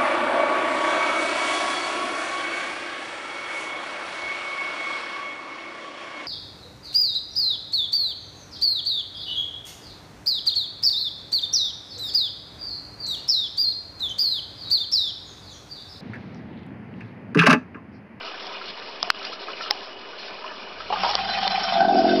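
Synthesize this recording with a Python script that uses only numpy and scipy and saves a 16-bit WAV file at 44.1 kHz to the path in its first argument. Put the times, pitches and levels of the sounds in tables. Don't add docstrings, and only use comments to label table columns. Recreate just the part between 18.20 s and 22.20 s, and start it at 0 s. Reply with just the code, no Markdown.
import sys
import numpy as np
from scipy import signal
from scipy.fft import rfft, irfft
from scipy.io import wavfile
from scipy.ndimage import uniform_filter1d, minimum_filter1d

SR = 44100
rng = np.random.default_rng(int(sys.argv[2]) if len(sys.argv) > 2 else 0)


def dump(signal):
    limited = np.clip(np.atleast_2d(signal).T, -1, 1)
    pcm = np.round(limited * 32767).astype(np.int16)
    wavfile.write(sys.argv[1], SR, pcm)


def to_linear_factor(level_db):
    exponent = np.asarray(level_db, float) / 20
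    return 10 ** exponent


N = 176400
T = np.arange(N) / SR

# pitch_hz, level_db (per Hz)
WASH_COLOUR = [(25, -27.5), (85, -11), (140, -17.5), (200, -3.5), (400, 1), (1200, -2), (1900, -8.5),
               (5500, -21.5)]
# pitch_hz, level_db, width_hz
PUMP_LINES = [(198, -64, 1.2), (397.2, -53, 7.7), (623.5, -53.5, 3.8), (1180, -55, 18), (2540, -58, 34),
              (2940, -54, 29)]
# time_s, level_db
LAP_LEVEL = [(0, -37.5), (.4, -37.5), (.8, -40.5), (.95, -38), (1.05, -36), (1.2, -42), (1.3, -36),
             (1.45, -35.5), (1.65, -40), (1.8, -43.5), (1.97, -41), (2.01, -37.5), (2.1, -41), (2.25, -39),
             (2.45, -41.5), (2.68, -38.5)]
# pitch_hz, level_db
LAP_COLOUR = [(300, -2), (600, 7.5), (1300, 6), (1900, -3), (2800, 6.5), (3500, -15), (4600, -16),
              (5600, -14.5)]
# pitch_hz, level_db
SWISH_COLOUR = [(1800, -3.5), (2800, 0), (3500, 1), (4600, 2), (5600, -7)]
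# start_s, peak_db, pitch_hz
PLOPS = [(0.413, -21.5, 1324), (0.833, -22, 660), (0.875, -18.5, 687), (.906, -22, 2550),
         (1.014, -25.5, 1290), (1.128, -22.5, 1287), (1.284, -20.5, 1254), (1.408, -18.5, 1305),
         (1.461, -20.5, 1294), (1.502, -22, 730), (1.508, -12, 795), (2.243, -18.5, 990),
         (2.604, -20, 1283), (2.703, -9.5, 725), (2.725, -7, 836), (2.736, -10, 869), (2.759, -16.5, 1176),
         (2.772, -16, 743), (2.835, -8, 770), (2.84, -16.5, 1276), (2.847, -7, 916), (2.857, -11.5, 850),
         (2.865, -11.5, 722), (2.892, -12, 802), (2.909, -13, 802), (2.953, -14.5, 752), (3.269, -10, 760)]
SNAP_TIMES = [
    .8287,
    .9013,
    .9024,
    .9034,
    1.05,
    1.5052,
    1.5092,
    2.9532,
    3.278,
]
# peak_db, bright_ring_hz, low_ring_hz, low_ring_db
SNAPS = [(-1.5, 4900, 1110, -5.5), (-12, 5000, 2450, -0.5), (-10, 4400, 1500, 14.5), (0, 4220, 1620, -7.5),
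         (-16, 4200, 2470, -7), (-14, 4200, 520, -0.5), (2.5, 5010, 2090, -9), (0, 4490, 850, -8),
         (-3.5, 4130, 2400, -9)]
# pitch_ratio, level_db
SNAP_RINGS = [(1.023, 1), (0.81, -6), (0.727, -8), (1.177, -8.5), (0.494, -16.5)]
# start_s, peak_db, pitch_hz
BURSTS = [(0.8744, -38, 4100), (1.048, -23, 4800), (1.9837, -27, 4270), (2.6946, -27.5, 2970),
          (2.7246, -20, 2940), (2.7807, -29, 2670), (2.801, -21.5, 2750), (2.8375, -21, 3010),
          (2.8903, -21, 2880), (2.91, -18.5, 4030), (3.0018, -20.5, 2610), (3.0891, -21, 4110),
          (3.1307, -18, 4100), (3.1477, -18.5, 2480), (3.2294, -14.5, 3080), (3.3969, -21, 3082),
          (3.4315, -17.5, 5340), (3.5354, -19, 3610), (3.6813, -25, 3610), (3.765, -24, 4900),
          (3.786, -20.5, 4940), (3.8906, -20.5, 3610)]
# time_s, level_db
SPRAY_LEVEL = [
    (2.7, -56),
    (2.73, -43),
    (2.78, -36.5),
    (2.83, -28),
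    (3.0, -34),
    (3.5, -30),
    (3.6, -33.5),
    (3.68, -43.5),
    (4.0, -34),
]
# pitch_hz, level_db
SPRAY_COLOUR = [(900, 1.5), (1500, 0.5), (1800, -3), (3000, -2), (4700, -3.5), (5600, -6.5)]
# time_s, level_db
SHAKE = [
    (2.82, -32),
    (2.9, -38.5),
    (3.1, -30),
    (3.45, -29),
    (3.585, -22.5),
    (3.61, -18.5),
    (3.76, -27.5),
    (3.88, -21.5),
    (3.97, -26),
]
# pitch_hz, level_db, ring_time_s (to fall 60 dB)
FITTING_RINGS = [(192.6, -13.5, 0.2), (681, 3, 0.21), (756, 4, 0.29), (794.2, 4, 0.2), (1347, -25.5, 0.2),
                 (1525, -11.5, 0.07), (2140, -26.5, 0.2), (2670, -29, 0.15), (3066, -9.5, 0.078),
                 (3610, -12, 0.11), (4050, -8.5, 0.1), (4820, -18, 0.15), (5270, -19, .15)]
# start_s, peak_db, pitch_hz
KNOCKS = [(2.939, -20, 756), (2.987, -16, 798), (3.004, -19, 757), (3.034, -19.5, 788), (3.052, -29.5, 793),
          (3.084, -19, 800), (3.104, -30, 670), (3.137, -19, 771), (3.174, -18, 788), (3.227, -15, 777),
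          (3.25, -16, 770), (3.305, -19, 738), (3.323, -21, 735), (3.343, -15.5, 783), (3.377, -16.5, 770),
          (3.404, -20, 823), (3.438, -18.5, 756), (3.486, -26, 803), (3.522, -14.5, 695),
          (3.555, -9.5, 763), (3.571, -13.5, 755), (3.605, -6, 772), (3.623, -10, 764), (3.645, -6.5, 746),
          (3.683, -7.5, 702), (3.691, -9.5, 781), (3.707, -10, 741), (3.729, -15, 779), (3.755, -5.5, 711),
          (3.78, -5.5, 744), (3.802, -18, 660), (3.84, -12, 701), (3.852, -6.5, 756), (3.892, -12, 670),
          (3.914, -14.5, 668), (3.935, -12, 700)]
# time_s, rate_hz, level_db
SHIVER = [
    (2.452, 13, -86),
    (2.597, 15.6, -63.5),
    (2.799, 18.6, -61),
    (2.998, 20.4, -55.5),
    (3.247, 22.6, -60.5),
    (3.498, 23.6, -62),
    (3.678, 23, -67.5),
]
# multiple_of_rate, level_db
SHIVER_OVERTONES = [(2, -9.5), (3, -2), (4, 4), (5, -16.5), (6, -3.5), (7, -5), (8, -13.5), (9, -5),
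                    (10, -3.5), (11, -4.5)]
# time_s, pitch_hz, effort_db, roughness (0 to 1)
BELLOW = [
    (3.585, 41.1, -33, 0.43),
    (3.612, 41.58, -35.5, 0.12),
    (3.701, 43.12, -29, 0.16),
    (3.757, 41.51, -23, 0.47),
    (3.826, 42.61, -23.5, 0.27),
    (3.884, 45.38, -21.5, .15),
    (4.0, 46.46, -22, 0.22),
]
# pitch_hz, width_hz, level_db
THROAT = [(237, 85, -3), (302.5, 42, -0.5), (358, 50, 1.5), (491, 43, -9), (661.6, 35, 4)]
# pitch_hz, width_hz, level_db
NOSE = [(2626, 50, -25.5), (2916, 50, -23), (3630, 72, -24.5), (4160, 94, -23.5), (4750, 45, -18),
        (4865, 74, -21), (5310, 180, -20.5)]


def evened(x):
    return x / np.sqrt(np.mean(x ** 2) + 1e-20)


def read(points, hz):
    f, value = np.transpose(points)
    return np.interp(np.log(hz + 1), np.log(f + 1), value)


def level(table, fade_s, axis=1):
    rows = np.array(table)
    db = np.interp(T, rows[:, 0], rows[:, axis])
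    outside_s = np.maximum(np.maximum(rows[0, 0] - T, T - rows[-1, 0]), 0)
    return to_linear_factor(db - 60 * outside_s / fade_s)


def add(mix, s, sound):
    part = mix[round(s * SR):][:len(sound)]
    part += sound[:len(part)]


def resonate(x, hz, width):
    r = np.exp(-np.pi * width / SR)
    return 2 * signal.lfilter([1 - r], [1, -r * np.exp(2j * np.pi * hz / SR)], x).real


def highpass(x, hz, order=2):
    return signal.sosfilt(signal.butter(order, hz, "high", fs=SR, output="sos"), x)


def slow(size):
    return evened(uniform_filter1d(uniform_filter1d(rng.standard_normal(N), size), size))


def shiver_turns():
    rows = np.array(SHIVER)
    return np.cumsum(np.interp(T, rows[:, 0], rows[:, 1])) / SR


def grains(per_s, colour, cycles, spread_db, count=20, size=N):
    clumps = to_linear_factor(2 * slow(1100))[:size]
    happens = rng.random(size) < per_s / SR
    strength = to_linear_factor(spread_db * np.minimum(rng.exponential(1, size), 4)) * happens
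    kind = rng.integers(0, count, size)
    pitches = np.geomspace(colour[0][0], colour[-1][0], count) * rng.uniform(0.89, 1.03, count)
    out = np.zeros(N)
    for k, hz in enumerate(pitches):
        u = np.arange(1200) * hz / SR / cycles
        ring = np.sin(2 * np.pi * cycles * u * (1 + 0.0287 * u))
        grain = (1 - np.exp(-3 * u)) * np.exp(-u) * ring
        train = strength * np.roll(clumps, k // 3 * 9001) * (kind == k)
        out[N - size:] += signal.oaconvolve(train, grain * hz * to_linear_factor(read(colour, hz)))[:size]
    return out / np.sqrt(np.mean(out[N - size:] ** 2))


def wash():
    a, b, patches = rng.standard_normal((N // 128 + 5, 257, 3)).T
    patches = evened(uniform_filter1d(uniform_filter1d(patches, 6, 0), 14, 1))
    white = signal.istft((a + 1j * b) * to_linear_factor(2.2 * patches), nperseg=512, noverlap=384)[1][:N]
    noise = evened(irfft(rfft(white) * to_linear_factor(read(WASH_COLOUR, np.fft.rfftfreq(N, 1 / SR))), N))
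    w = rng.standard_normal(N)
    hum = sum(to_linear_factor(db) * evened(resonate(w, hz, width)) for hz, db, width in PUMP_LINES)
    return to_linear_factor(-43.5) * noise + hum


def lapping():
    waves = to_linear_factor(1.8 * slow(900) + 1.6 * slow(250))
    swish = to_linear_factor(-5) * waves * grains(9000, SWISH_COLOUR, 5.6, 0.8, count=24)
    bubbles = to_linear_factor(-3.5 + 2.3 * slow(500)) * grains(1200, LAP_COLOUR, 9, 1.7)
    return level(LAP_LEVEL, 6.8) * (bubbles + swish)


def plops():
    t60_s, glide_per_s = 0.061, 3.4
    out, t = np.zeros(N), T[:4000]
    for (s, db, hz), (up, down) in zip(PLOPS, rng.random((len(PLOPS), 2))):
        phase = 2 * np.pi * hz * t * (1 + glide_per_s * t / 2)
        higher = 0.69 * np.sin((1.16 + 0.21 * up) * phase)
        lower = 0.48 * np.sin((0.646 + 0.29 * down) * phase)
        ring = np.sin(phase) + (higher + lower) * to_linear_factor(-60 * t / 0.054)
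        add(out, s, to_linear_factor(db - 6 - 60 * t / t60_s) * (1 - np.exp(-t / 0.00051)) * ring)
    return highpass(out, 350)


def snaps():
    top_t60_s, low_t60_s = 0.0052, 0.0055
    out, t = np.zeros(N), T[:1500]
    for s, (db, top_hz, low_hz, low_db) in zip(SNAP_TIMES, SNAPS):
        top = sum(to_linear_factor(ring_db) * np.sin(2 * np.pi * ratio * top_hz * t) for ratio, ring_db in SNAP_RINGS)
        top = top * to_linear_factor(-60 * t / top_t60_s)
        low = np.sin(2 * np.pi * low_hz * t) * to_linear_factor(low_db - 60 * t / low_t60_s)
        add(out, s, to_linear_factor(db) * (top + low) * (1 - np.exp(-t / 0.0002)))
    return highpass(out, 400)


def bursts():
    t60_s, width_hz = 0.12, 160
    out, t = np.zeros(N), T[:5000]
    for (s, db, hz), w in zip(BURSTS, rng.standard_normal((len(BURSTS), 5000))):
        fizz = evened(resonate(w, hz, width_hz)) + to_linear_factor(-3) * evened(resonate(w, 3400, 3000))
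        add(out, s, to_linear_factor(db - 10.5 - 60 * t / t60_s) * (1 - np.exp(-t / 0.0015)) * fizz)
    return highpass(out, 900, order=3)


def spray():
    throb = 1 + 0.29 * np.cos(2 * np.pi * (shiver_turns() - .2))
    drops = grains(6700, SPRAY_COLOUR, 10, 1.3, count=30, size=N * 3 // 8)
    return level(SPRAY_LEVEL, 0.079) * throb * to_linear_factor(2.0 * slow(120)) * drops


def fitting():
    gate_s, steady_shake = 0.0065, .4
    train = np.zeros(N)
    for s, db, hz in KNOCKS:
        add(train, s, np.exp(-T[:3000] / gate_s))
    dull = to_linear_factor(-17 * np.clip((T - 3.55) / 0.014, 0, 1))
    sag = to_linear_factor(-60 * np.maximum(T - 3.71, 0))
    out = np.zeros(N)
    for hz, db, t60 in FITTING_RINGS:
        width = 3.1 / t60
        drive = (steady_shake + train * (hz > 300)) * to_linear_factor(2.0 * slow(1500)) * rng.standard_normal(N)
        ring = resonate(resonate(drive, hz, width), hz, 6 * width)
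        ring = ring / np.std(ring[-N // 4:]) * to_linear_factor(db - 9 * (600 < hz < 900))
        if hz > 1600:
            ring = ring * dull
        elif 780 < hz < 900:
            ring = ring * sag
        elif hz < 300:
            ring = ring * np.sqrt(sag)
        out += ring
    return level(SHAKE, 0.38) * out * to_linear_factor(-0.5)


def knocks():
    t60_s, rise_s = 0.079, 0.0018
    out, t = np.zeros(N), T[:4000]
    for (s, db, hz), lag in zip(KNOCKS, rng.random((len(KNOCKS), 3)) * 2 * np.pi):
        sides = np.sin(2 * np.pi * .93 * hz * t + lag[0]) + np.sin(2 * np.pi * 1.06 * hz * t + lag[1])
        overtone = np.sin(2 * np.pi * 1535 * t + lag[2])
        ring = np.sin(2 * np.pi * hz * t) + to_linear_factor(-11.5) * sides + to_linear_factor(-21) * overtone
        add(out, s, to_linear_factor(db - 1.5 - 60 * t / t60_s) * (1 - np.exp(-t / rise_s)) * ring)
    return out


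def thud():
    s, hz, width_s = 3.83, 82, .04
    return to_linear_factor(-46) * np.exp(-((T - s) / width_s) ** 2) * np.sin(2 * np.pi * hz * T)


def shiver():
    turns = shiver_turns()
    tone = sum(to_linear_factor(db) * np.cos(2 * np.pi * k * turns + 0.97 * k * k) for k, db in SHIVER_OVERTONES)
    return np.sqrt(2) * level(SHIVER, .15, axis=2) * tone


def bellow():
    rows = np.array(BELLOW)
    rough = np.clip(np.interp(T, rows[:, 0], rows[:, 3]), 0, 1)
    pitch = np.interp(T, rows[:, 0], rows[:, 1])
    turns = np.cumsum(pitch * (1 + .06 * rough * slow(600))) / SR
    lags = rng.standard_normal(18)
    folds = sum(np.cos(2 * np.pi * k * turns + 0.9 * lag) for k, lag in enumerate(lags, 3))
    puffs = (.5 + np.exp(-(turns % 1) / 0.58)) * rng.standard_normal(N)
    breath = signal.lfilter(*signal.butter(2, (150, 1000), "band", fs=SR), puffs)
    drive = (1 - rough) * evened(folds) + rough * evened(breath)
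    throat = np.zeros(N)
    for k, (hz, width, db) in enumerate(THROAT):
        wide = 1.22 * width
        throat += (-1) ** k * to_linear_factor(db) * resonate(resonate(drive, hz, wide), hz, wide)
    rasp = sum(to_linear_factor(db) * evened(resonate(resonate(puffs, hz, w), hz, 3 * w)) for hz, w, db in NOSE)
    return level(BELLOW, .04, axis=2) * (evened(throat) + rasp) * to_linear_factor(0.5)


def room(x):
    t60_s = .3
    taps = np.zeros(SR // 2)
    at = np.arange(200, len(taps) - 20, 20)
    taps[at + rng.integers(0, 20, len(at))] = rng.choice([-1., 1.], len(at))
    taps *= to_linear_factor(-60 * T[:len(taps)] / t60_s)
    return x + to_linear_factor(-9) * signal.oaconvolve(x, taps / np.linalg.norm(taps))[:N]


def scene():
    wet = room(bellow() + plops() + spray() + lapping() + bursts())
    return (wet + fitting() + knocks() + shiver() + thud() + snaps() + wash())[None]


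def top_cut(x):
    return signal.sosfilt(signal.butter(12, 16500, fs=SR, output="sos"), x)


def record(dry):
    duck_from_db, duck_depth_db, hold_s = -13.5, -8, .03
    edge_hz, clip, offset = 5800, .72, -.0028
    sensed = highpass(dry[0], 1000, order=4)
    power_db = 10 * np.log10(abs(uniform_filter1d(sensed ** 2, 220, origin=109)) + 1e-12)
    over = np.clip(power_db - duck_from_db, 0, 1)
    hold = round(hold_s * SR / 2)
    held = np.roll(-minimum_filter1d(-over, size=2 * hold + 1), hold + 120)
    ducked = dry * to_linear_factor(duck_depth_db * uniform_filter1d(held, size=250))
    treble_cut = signal.firwin(201, edge_hz, window=("kaiser", 9), fs=SR)[None]
    cut = signal.oaconvolve(ducked, treble_cut, "same")
    return top_cut(np.clip(cut + offset, -clip, clip))


dry = scene()
out = record(dry)
dump(out)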